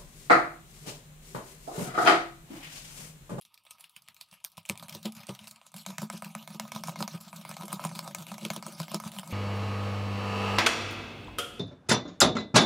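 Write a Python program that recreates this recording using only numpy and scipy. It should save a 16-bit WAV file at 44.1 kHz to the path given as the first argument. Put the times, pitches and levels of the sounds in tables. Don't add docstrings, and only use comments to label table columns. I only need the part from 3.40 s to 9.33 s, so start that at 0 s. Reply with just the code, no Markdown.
import sys
import numpy as np
from scipy import signal
from scipy.fft import rfft, irfft, next_fast_len
from scipy.io import wavfile
from scipy.ndimage import uniform_filter1d

SR = 44100
rng = np.random.default_rng(int(sys.argv[2]) if len(sys.argv) > 2 else 0)


def gain_from_db(level_db):
    decades = np.asarray(level_db, float) / 20
    return 10 ** decades


def bounce(signal):
    frames = np.transpose(np.atleast_2d(signal))
    limited = np.clip(frames, -1, 1)
    pcm = np.round(limited * 32767).astype(np.int16)
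    wavfile.write(sys.argv[1], SR, pcm)


N = 261336
GRIP_S = 2.3

# (frequency [Hz], width [Hz], level [dB])
BOTTOM_MODES = [(99.3, 15, -15.5), (126.8, 19, -10.5), (161.7, 28, 0.5), (190.2, 29, -2.5),
                (208.1, 13.5, -0.5)]
# (frequency [Hz], width [Hz], level [dB])
WALL_MODES = [(571, 39, 0.5), (664, 42, 3), (776, 59, 3.5), (940, 88, 6.5), (1069.5, 67, 3),
              (1249.5, 49, 6), (1630, 95, -21), (1690, 2500, -52), (1000.5, 31, 4.5), (2173, 54, -8)]
# (frequency [Hz], width [Hz], level [dB])
FLANK_MODES = [(334.3, 18, 5), (395, 13.5, -6), (472, 17, -5.5), (566, 32.5, 5.5), (640, 67, 0)]
# (frequency [Hz], density [dB per Hz])
WET_COLOUR = [(880, -24), (1500, -2), (1910, -12.5), (2380, -3), (2710, -3.5), (3780, -2), (11200, -7),
              (14600, -9), (16000, -16), (16500, -63)]
# (time [s], boom level [dB], upper modes above the boom [dB])
SHOVES = [(1.294, -25, -5.5), (1.548, -37.5, 1), (1.651, -23, -3.5), (1.888, -25.5, -2.5),
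          (2.485, -32.5, -8), (2.62, -24, -8.5), (2.733, -30, -8.5), (2.853, -32.5, -16.5),
          (3.143, -33.5, -6), (3.349, -26.5, -18), (3.478, -28, -23), (3.602, -25, -6), (3.738, -26.5, -9),
          (4.09, -33, -15), (4.128, -37, -19), (4.231, -34.5, 1), (4.328, -27.5, -5), (4.444, -22, -11.5),
          (4.553, -32.5, -11), (4.673, -40, -26), (4.8, -31.5, -13), (5.021, -28.5, -7), (5.049, -28, 0),
          (5.098, -26, -12), (5.163, -37, 4), (5.275, -54, 17), (5.396, -24.5, -12), (5.539, -23.5, -1.5),
          (5.652, -25, -16), (5.895, -35, -3.5)]
# (time [s], tick peak [dB], wall ring above tick [dB], wire ping [Hz])
LANDINGS = [(2.3418, -29, -1.5, 9100), (2.4636, -19.5, -3.5, 6900), (2.583, -18.5, -4.5, 2110),
            (2.7007, -21.5, 1.5, 2350), (2.8229, -29.5, 9.5, 1980), (2.951, -24, 3.5, 1960),
            (3.0761, -27.5, 0, 3700), (3.198, -13.5, -6.5, 2374), (3.3191, -22.5, 0.5, 5730),
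            (3.437, -21, -1, 5240), (3.5586, -31.5, 9, 2380), (3.6781, -21.5, 0, 6070),
            (3.804, -43.5, 3, 11100), (3.9297, -35, 7.5, 2120), (4.051, -31.5, 6.5, 2270),
            (4.1674, -29.5, 4, 5200), (4.2814, -33, 5.5, 6960), (4.395, -53, 33, 3800),
            (4.5141, -44.5, 19.5, 3270), (4.6273, -50, 17, 4600), (4.7485, -15.5, -6, 6530),
            (4.8678, -30.5, -4.5, 3800), (4.9814, -31, 4, 6100), (5.103, -15, 0.5, 4700),
            (5.2259, -29.5, 6, 4900), (5.482, -33, 3, 2260), (5.6006, -28.5, 6.5, 6030),
            (5.7179, -28.5, -14, 3670), (5.8322, -38.5, 13, 4100)]


def unit(x):
    return x / np.sqrt(np.mean(x ** 2) + 1e-20)


def along(points, hz):
    f, v = np.transpose(points)
    return np.interp(np.log(hz + 1), np.log(f + 1), v)


def filtered(x, response):
    m = next_fast_len(len(x) + 8192)
    hz = np.fft.rfftfreq(m, 1 / SR)
    return irfft(rfft(x, m, axis=0) * response(hz), m, axis=0)[:len(x)]


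def steep(x, hz, kind, order=8):
    return signal.sosfilt(signal.butter(order, hz, kind, fs=SR, output="sos"), x)


def coloured(x, spectrum):
    def gain(hz):
        return gain_from_db(along(spectrum, hz))
    return filtered(x, gain) / np.sqrt(np.mean(gain(np.linspace(0, SR / 2, 4000)) ** 2))


def resonance(hz, centre, width):
    return 1j * hz * width / (centre * centre - hz * hz + 1j * hz * width)


def body(x, modes):
    def gain(f):
        return sum((-1) ** k * gain_from_db(db) * resonance(f, hz, width) for k, (hz, width, db) in enumerate(modes))
    return filtered(x, gain) / np.sqrt(np.mean(abs(gain(np.linspace(0, SR / 2, 40000))) ** 2))


def ringing(modes, t, damping, scatter_db):
    hz, width, db = np.transpose(modes)[:, :, None]
    luck = rng.standard_normal((2, len(modes), 1))
    strength = gain_from_db(db + scatter_db * luck[0])
    decay = np.exp(-np.pi * damping * width * abs(t))
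    swing = np.sin(2 * np.pi * hz * (1 + .012 * luck[1]) * t)
    ring = np.sum(strength * decay * swing, axis=0)
    return ring / np.max(abs(ring))


def gritty(size, rate, spread_db):
    knots = np.minimum(rng.exponential(size=int(size * rate / SR) + 2), 3)
    strength = np.interp(np.arange(size) * rate / SR, np.arange(len(knots)), knots)
    return unit(rng.standard_normal(size) * gain_from_db(spread_db * strength))


def patchy(x, depth_db):
    z = signal.stft(x, nperseg=128)[2]
    luck = rng.standard_normal(z.shape)
    clumps = unit(uniform_filter1d(uniform_filter1d(luck, size=5, axis=0), size=7, axis=1))
    lines = unit(uniform_filter1d(uniform_filter1d(luck, size=2, axis=0), size=35, axis=1))
    field = unit(clumps + 1.3 * lines)
    return unit(signal.istft(z * gain_from_db(depth_db * field), nperseg=128)[1][:len(x)])


def two_tone(x, dull, bright, spectrum):
    low = steep(x, 2250, "low", order=1)
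    return steep(coloured(dull * low + bright * (x - low), spectrum), 1340, "high", order=4)


def kitchen(contact):
    # (frequency [Hz], density [dB per Hz])
    room_colour = [(25, 6), (150, -16.5), (560, -27.5), (950, -24.5), (1300, -10), (1500, -49),
                   (2600, -9.5), (8000, -23), (12000, -21), (14500, -39)]
    return gain_from_db(-70.5) * contact ** 0.16 * coloured(rng.standard_normal(N), room_colour)


def squelch():
    late_s, spread_s = 0.0086, 0.023
    t = np.arange(N) / SR
    swell = sum(gain_from_db(db - 21.5) * np.exp(-((t - s - late_s) / spread_s) ** 2) for s, db, _ in SHOVES)
    return two_tone(gritty(N, rate=550, spread_db=5.5), swell, 0.54 * swell, WET_COLOUR)


def stir(contact):
    # (time [s], effort [dB], downward pressure [dB])
    hand = [(0, -88, 0), (.27, -72.5, 0.5), (.4, -68, -2.5), (.54, -77.5, -5), (.68, -65.5, -4.5),
            (.94, -68.5, -4), (1.22, -70, -0.5), (1.35, -55.5, -3.5), (2.07, -59, -5), (2.19, -65.5, -2),
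            (2.32, -65, -3.5), (2.4, -57, -8.5), (3.24, -57, -3), (3.51, -54.5, 3), (3.78, -57, -5),
            (4.4, -54.5, 1.5), (5.2, -56, -0.5), (5.93, -56, 0)]
    s, *levels = np.transpose(hand)
    hiss_db, press_db = (np.interp(np.arange(N) / SR, s, level) for level in levels)
    wall_db = -52.5 + 0.7 * (hiss_db + 57.5) + press_db
    bottom_db = -51 + 2.06 * (hiss_db + 57.5) + 1.26 * press_db

    grain = patchy(gritty(N, rate=220, spread_db=2), depth_db=5)
    flow = gain_from_db(hiss_db + 6.0) * contact
    brightness = gain_from_db(0.49 * (hiss_db + 45.5))
    hiss = two_tone(grain, flow, flow * brightness, WET_COLOUR)

    wall = body(gain_from_db(wall_db) * contact * gritty(N, rate=92, spread_db=3.5), WALL_MODES)
    low_share = gain_from_db(2.3 * np.minimum(wall_db + 58.0, 0))
    wall = steep(wall, 1184, "high", order=4) + low_share * steep(wall, 748, "low", order=4)

    shake = gain_from_db(bottom_db - 3) * contact ** 0.83 * gritty(N, rate=40, spread_db=3)
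    bottom = steep(steep(body(shake, BOTTOM_MODES), 272, "low"), 113, "high", order=3)
    flank = body(shake * gain_from_db(.5 * (bottom_db + 46.0)), FLANK_MODES)
    flank = gain_from_db(-13.0) * steep(flank, 247, "high", order=4)
    return hiss + steep(wall, 483, "high") + bottom + flank


def drags(contact):
    # (time [s], boom level [dB])
    nudges = [(0.92, -50), (1.174, -39.5), (1.419, -34.5), (1.478, -42), (1.765, -40.5), (2.009, -42),
              (2.34, -36), (2.356, -35), (2.464, -34), (2.581, -31.5), (2.697, -33), (2.818, -34.5),
              (2.949, -30.5), (3.075, -45), (3.094, -36), (3.194, -34), (3.314, -46), (3.434, -60),
              (3.86, -39), (3.926, -39), (3.981, -41), (4.749, -43), (4.913, -31), (5.784, -32.5),
              (5.849, -46)]
    # (time [s], boom level [dB])
    further_nudges = [(0.046, -66), (0.306, -69), (0.334, -75), (0.374, -80), (0.447, -69), (0.562, -58),
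                      (0.607, -57), (0.681, -56.5), (0.803, -79), (1.002, -72), (1.046, -56), (1.128, -76),
                      (1.325, -40), (1.351, -53), (1.452, -54), (1.516, -36), (1.608, -64), (1.795, -42),
                      (1.831, -52), (2.032, -51), (2.068, -50), (2.108, -48), (2.138, -59), (2.432, -67),
                      (2.517, -39), (2.548, -53), (2.762, -51), (2.896, -42.5), (2.921, -52), (3.017, -53),
                      (3.226, -35.5), (3.383, -62), (3.629, -30.5), (3.672, -46), (3.713, -45), (3.797, -43),
                      (3.95, -41), (4.046, -43), (4.161, -52), (4.196, -32), (4.278, -53), (4.353, -36.5),
                      (4.39, -54), (4.511, -37), (4.589, -51), (4.613, -43), (4.777, -33.5), (4.947, -48),
                      (4.984, -52), (5.253, -31.5), (5.328, -46), (5.48, -47), (5.507, -33), (5.62, -41),
                      (5.687, -64), (5.763, -34), (5.828, -52), (5.868, -37)]
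    soft_push_db = -26.5
    loose_db, held_db = 5, -11.5
    swell_s, crest_s = 0.021, 0.00954
    rise, rise_s = 0.048, 0.029
    early = SR // 50
    pushes = [(s, db, soft_push_db) for s, db in nudges] + SHOVES
    pushes = pushes + [(s, db + 0.5, soft_push_db) for s, db in further_nudges]

    boom, flank, press = np.zeros((3, N + SR))
    t = np.arange(SR // 7) / SR
    for s, db, hard_db in pushes:
        at = slice(round(s * SR), round(s * SR) + len(t))
        lowest_db = loose_db if s < GRIP_S else held_db
        modes = [(hz, width, level + (hz < 140) * lowest_db) for hz, width, level in BOTTOM_MODES]
        sudden = 0.35 if s < GRIP_S else 1
        u = t - early / SR - sudden * crest_s
        swell = np.exp(-(np.minimum(u, 0) / (sudden * swell_s)) ** 2)
        bent = u + rise * u * abs(u) / (abs(u) + rise_s)
        boom[at] += gain_from_db(db - 3.5) * swell * ringing(modes, bent, damping=0.51, scatter_db=8.0)
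        onset = 1 - np.exp(-t / 0.0039)
        flank[at] += gain_from_db(db + hard_db + 9.5) * onset * ringing(FLANK_MODES, t, damping=1.73, scatter_db=1.5)
        press[at] += gain_from_db(db - 20.5) * (1 - np.exp(-t / 0.0019)) * gain_from_db(-60 * t / 0.16)
    rumble = body(press[:N] * gritty(N, rate=270, spread_db=1.0), WALL_MODES)
    low = steep(boom[early:N + early] * contact ** 0.76, 241.3, "low")
    return low + steep(flank[:N], 359, "high", order=4) + steep(rumble, 538, "high")


def contacts():
    # (time [s], tick peak [dB], wall ring above tick [dB], wire ping [Hz])
    flicks = [(.051, -33.5, -37, 3770), (.1768, -36.5, -24, 3020), (.2517, -44.5, -3, 10300),
              (.4954, -44, -33, 10100), (.621, -44, -18, 10400), (.6857, -27.5, -30, 2180),
              (.7451, -41, -31, 13400), (.7656, -38, -18, 4170), (.0125, -36.5, -37, 10900),
              (.237, -49, -21, 9900), (1.0478, -16.5, -23, 13740), (1.1, -53, -28, 12800),
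              (1.1181, -48, -35, 10400), (1.171, -34, -15, 3420), (1.2533, -27.5, -38, 2900),
              (1.2976, -10, -14.5, 2400), (1.3555, -34, -4, 2280), (1.376, -25.5, -29, 9500),
              (1.426, -27, -0.5, 4600), (1.4837, -30.5, -7, 2200), (1.6292, -33, -13, 12800),
              (1.7222, -29.5, -29, 10100), (1.7509, -35, -28, 9800), (1.8692, -30, -14, 8900),
              (1.8925, -21.5, -8, 2990), (1.9913, -31.5, -13, 3070), (2.1112, -30, -30, 7830),
              (2.2147, -43.5, 3.5, 2430), (2.3183, -42, -7, 10900)]
    # (time [s], tick peak [dB], wall ring above tick [dB], wire ping [Hz])
    smears = [(.0202, -40, -42, 11100), (.1424, -33.5, -42.5, 5340), (.2661, -42.5, -0.5, 2170),
              (.3085, -26.5, -14.5, 6100), (.397, -44, -3.5, 9600), (.4075, -33.5, -25, 4540),
              (.4419, -29, -32, 3050), (.5638, -27.5, -47, 2770), (.6783, -38, -16, 3030),
              (.8114, -22.5, -21, 4430), (.9276, -37, -2.5, 2640), (1.0424, -24, -17, 7100),
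              (1.1788, -27.5, 0.5, 3680), (1.291, -17.5, -16, 8380), (1.4949, -23.5, -26, 5600),
              (1.5496, -24.5, -11, 3560), (1.6551, -25.5, -35, 3690), (1.7667, -32.5, -23, 3200),
              (1.9503, -30.5, -17, 3340), (2.0725, -30, -11, 3790), (2.2655, -38, -2.5, 7130)]
    # (time [s], tick peak [dB], wall ring above tick [dB], wire ping [Hz])
    slaps = [(2.504, -33, 3, 3830), (2.6183, -25.5, 0.5, 7400), (2.7342, -40, 8, 3620),
             (2.776, -33, -20, 3430), (3.0265, -35.5, -23, 3350), (3.1468, -33, -3, 3800),
             (3.3616, -30, 9.5, 3700), (3.4837, -27.5, 11, 7200), (3.6055, -27, 9, 7500),
             (3.6258, -17.5, 0, 3140), (4.092, -27, 0, 9850), (4.1131, -26.5, 2, 2400),
             (4.2335, -30, 6.5, 3380), (4.3286, -18, 1, 9200), (4.4, -38, -6, 3100),
             (4.4397, -23.5, 0, 9600), (4.4502, -20, 5, 8900), (4.552, -26.5, -2, 4320),
             (4.591, -18, -3, 3690), (4.6769, -24.5, 3, 4950), (5.051, -14, -15, 3230),
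             (5.163, -21, -3, 3510), (5.2654, -24, 1.5, 8700), (5.401, -21.5, 5, 4570),
             (5.5165, -24.5, 1.5, 3830), (5.5449, -11.5, -7, 5240), (5.666, -40, 3, 2370),
             (5.7867, -18, -12, 3010), (5.7955, -23, -10, 3090), (5.875, -32, -18, 9160)]
    # (time [s], tick peak [dB])
    knocks = [(2.63, -36), (3.2526, -38), (3.494, -29), (4.2103, -34), (4.222, -32), (4.3197, -33),
              (4.8964, -45), (4.9172, -29), (5.0322, -62), (5.638, -32), (5.7367, -40), (5.7494, -42),
              (5.7647, -37)]
    # (time [s], tick peak [dB], wire ping [Hz])
    pips = [(.862, -56, 5000), (.875, -67, 10500), (0.887, -57, 10300), (0.913, -38, 5000),
            (1.002, -51, 3020), (1.059, -45, 3770), (1.23, -50, 9000), (1.26, -30, 6600),
            (1.274, -67, 4450), (1.397, -28, 3540), (1.525, -28, 5630), (2.16, -37, 2890)]
    # (time [s], tick peak [dB], wire ping [Hz])
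    crackles = [(0.122, -59, 5100), (0.3837, -45, 2700), (0.515, -65, 8450), (0.6414, -59, 2780),
                (0.663, -50, 4320), (0.9387, -35, 2290), (1.152, -55, 2150), (1.6054, -62, 5530),
                (1.6563, -19.5, 2670), (1.804, -33, 2530), (1.8331, -32, 2360), (2.0422, -33.5, 2610),
                (2.0787, -31, 9660), (2.231, -60, 3330), (2.2534, -64, 2290), (2.364, -26, 8730),
                (2.3818, -35, 7650), (2.4517, -37, 2120), (2.4876, -34, 3870), (2.727, -30, 3730),
                (2.8455, -26, 3700), (2.905, -50, 2560), (3.1037, -34, 3630), (3.279, -30.5, 2310),
                (3.349, -25, 6130), (3.378, -37, 2310), (3.473, -24.5, 8800), (3.5898, -23.5, 4360),
                (3.733, -40, 8120), (3.749, -33, 2500), (3.8102, -32.5, 10500), (3.832, -46, 4330),
                (3.8496, -47, 3800), (3.8807, -33.5, 3800), (3.9474, -61, 3900), (3.9612, -34, 10200),
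                (4.0128, -28.5, 3560), (4.0768, -57, 9600), (4.1408, -32, 5800), (4.2547, -24, 9950),
                (4.4922, -29, 2250), (4.557, -24, 3730), (4.6384, -54, 5770), (4.7105, -26, 2494),
                (4.785, -23.5, 3690), (4.8234, -27, 3170), (4.8824, -36, 9300), (4.9415, -24, 3470),
                (5.012, -34, 3580), (5.134, -24, 3700), (5.28, -35, 3730), (5.3233, -32, 9030),
                (5.3657, -61, 8590), (5.3865, -39, 3770), (5.4303, -23, 3560), (5.5524, -47, 5360),
                (5.6761, -23, 3800), (5.908, -32, 3320)]
    # (contacts, wet tail below the tick [dB], hush as the coil lifts clear just before [dB],
    #  hush deepened per dB a tick is harder)
    kinds = [(flicks, -24.5, -7, 0),
             (smears, -20, -0.2, 0),
             (LANDINGS, -24, -7.5, 0.18),
             (slaps, -21.5, 0.67, 0),
             ([(s, db, 8, 3800) for s, db in knocks], -22, -0.05, 0),
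             ([(s, db, -18, hz) for s, db, hz in pips], -23, -4, 0),
             ([(s, db - 6, -4, hz) for s, db, hz in crackles], -16, -1.05, 0)]
    return [(s, db, wall_db, hz, tail_db - 0.23 * (db + 34.0), lift_db - freer * (db + 28.0))
            for rows, tail_db, lift_db, freer in kinds for s, db, wall_db, hz in rows]


def lifting():
    hush_db = np.zeros(N + SR)
    t = np.arange(SR // 10) / SR
    for s, *_, lift_db in contacts():
        end = round(s * SR) + len(t)
        hush_db[end - len(t):end] += 1.35 * min(lift_db, 0) * np.exp(-(t[::-1] / 0.029) ** 2)
    return gain_from_db(hush_db[len(t):N + len(t)])


def landing_blows():
    # (frequency [Hz], width [Hz], level [dB])
    rim_modes = [(1527, 77, 20), (1756, 17, 7.5), (2230, 97, -32), (2175, 72, 0), (2311, 95, 19.5),
                 (2400, 69, -23)]
    thud_s = 0.00059
    spike, rim, thud = np.zeros((3, N + SR))
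    t = np.arange(SR // 10) / SR
    for s, db, wall_db, _ in LANDINGS:
        start = round(s * SR)
        at = slice(start, start + len(t))
        spike[start:start + 3] += gain_from_db(db + .5 * min(wall_db, 8) - 1) * np.hanning(5)[1:4]
        rim_db = db + .5 * min(wall_db, 6) - 13.5
        rim[at] += gain_from_db(rim_db) * ringing(rim_modes, t, damping=0.68, scatter_db=0.5)
        thud[at] += gain_from_db(db + min(wall_db, 8) - 27.5) * np.e * t / thud_s * np.exp(-t / thud_s)
    return steep(spike[:N], 740, "high", order=4) + gain_from_db(-6.5) * steep(rim[:N], 570, "high") + thud[:N]


def ticks(contact):
    # (frequency [Hz], density [dB per Hz])
    snap_colour = [(880, -49), (1500, -63), (2360, 8.5), (2910, -2.5), (4260, 0), (9790, 4), (10800, 2.5),
                   (16500, -11)]
    snap, ping, dull, bright, wall = np.zeros((5, N + SR))
    t = np.arange(SR // 10) / SR
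    for s, db, wall_db, ping_hz, tail_db, lift_db in contacts():
        at = slice(round(s * SR), round(s * SR) + len(t))
        clean = np.clip(-lift_db / 12, 0, 1)
        soft = np.clip((-31 - db) / 14, 0, .9)

        crack = gain_from_db(-60 * t / (.004 - 0.0019 * clean)) * rng.standard_normal(len(t))
        narrow = signal.lfilter(*signal.iirpeak(ping_hz, 1.5, SR), crack)
        crack = (1 - soft) * crack / np.max(abs(crack)) + soft * narrow / np.max(abs(narrow))
        snap[at] += gain_from_db(db - 6.0 + 4.0 * clean) * crack / np.max(abs(crack))

        chatter = signal.lfilter([1], [1, -.9], rng.standard_normal((2, len(t))))
        chatter = 3 * (1 - np.exp(-t / 0.00065)) * chatter / np.max(abs(chatter))
        turn = 2 * np.pi * ping_hz * t
        strike = gain_from_db(-60 * t / 0.006) * (1 - np.exp(-t / 0.000053))
        ping[at] += gain_from_db(db - 6.5 - 2.9 * clean) * strike * np.sin(turn + chatter[0])
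        hum = chatter[0] * np.cos(turn) + chatter[1] * np.sin(turn)
        ping[at] += gain_from_db(db + tail_db - 1.5 - 60 * t / 0.12) * hum

        onset = 1 - (1 - clean) * np.exp(-t / 0.00056)
        tail = gain_from_db(db + tail_db) * onset * (gain_from_db(-60 * t / 0.14) + 2.9 * gain_from_db(-60 * t / 0.015))
        lean_db = (3 + 2.3 * soft) * np.log2(ping_hz / 5000)
        dull[at] += gain_from_db(-lean_db) * tail
        bright[at] += gain_from_db(lean_db) * tail

        before = slice(max(at.start - len(t), 0), at.start)
        approach = np.exp(-t[::-1] / 0.0036)[len(t) - (before.stop - before.start):]
        squeeze = (1 - clean) * gain_from_db(db + tail_db - 1) * approach
        dull[before] += squeeze
        bright[before] += squeeze

        rims = [clean * (hz > 1600) * (s > GRIP_S) for hz, *_ in WALL_MODES]
        modes = [(hz, width / (1 + rim), level + 13 * rim)
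                 for (hz, width, level), rim in zip(WALL_MODES, rims)]
        wall[at] += gain_from_db(db + wall_db + 2.5) * ringing(modes, t, damping=1.3, scatter_db=3.5)
    grain = patchy(gritty(N, rate=900, spread_db=2), depth_db=4.5)
    sizzle = gain_from_db(-2.5) * two_tone(grain, dull[:N] * contact, bright[:N] * contact, WET_COLOUR)
    wires = steep(coloured(snap[:N], snap_colour) + ping[:N], 740, "high", order=4)
    return wires + sizzle + gain_from_db(-6.5) * steep(wall[:N], 570, "high") + landing_blows()


def shaded(x):
    # (frequency [Hz], width [Hz], hidden share [0-1])
    shadow = [(1510, 370, 0.81), (6600, 4900, 0.76)]
    loose = np.clip((GRIP_S - np.arange(N) / SR) / 2.5, 0, 1)
    hidden = filtered(x, lambda f: sum(np.clip(share, 0, 1) * resonance(f, c, w) for c, w, share in shadow))
    return x - loose * hidden


def streaked(x):
    # (frequency [Hz], depth [dB])
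    streak_depth = [(300, 0.5), (1500, 2), (5000, 2.5), (14000, 4.5)]
    hz, _, z = signal.stft(x, SR, nperseg=256)
    luck = rng.standard_normal(z.shape)
    field = unit(uniform_filter1d(uniform_filter1d(luck, size=3, axis=0), size=18, axis=1))
    gain = gain_from_db(along(streak_depth, hz)[:, None] * np.clip(field, -3, 1.2))
    gain = gain / np.sqrt(np.mean(gain ** 2, axis=1, keepdims=True))
    return signal.istft(z * gain, SR, nperseg=256)[1][:len(x)]


def reflections(mid):
    # (frequency [Hz], side relative to mid [dB])
    apart = [(60, -31), (110, -42), (200, -52), (380, -43), (700, -41), (1290, -22.5), (2380, -17),
             (4400, -19), (8120, -19), (15000, -11)]
    restless = unit(steep(rng.standard_normal(N), 57, "low", order=2))
    return restless * filtered(mid, lambda hz: gain_from_db(along(apart, hz)))


def scene():
    contact = lifting()
    mid = kitchen(contact) + squelch() + stir(contact) + drags(contact) + ticks(contact)
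    mid = streaked(shaded(mid))
    side = reflections(mid)
    return np.array([mid + side, mid - side])


def top_cut(x):
    return signal.sosfilt(signal.butter(12, 16980, fs=SR, output="sos"), x)


def record(dry):
    thin = steep(dry, 88, "high", order=3) + gain_from_db(-33.5) * dry
    shelf = [(15700, 0), (16050, -14), (16750, -16), (16900, -60)]  # (frequency [Hz], gain [dB])
    thin = filtered(thin.T, lambda hz: gain_from_db(along(shelf, hz))[:, None]).T
    return top_cut(thin)


dry = scene()
out = record(dry)
bounce(out)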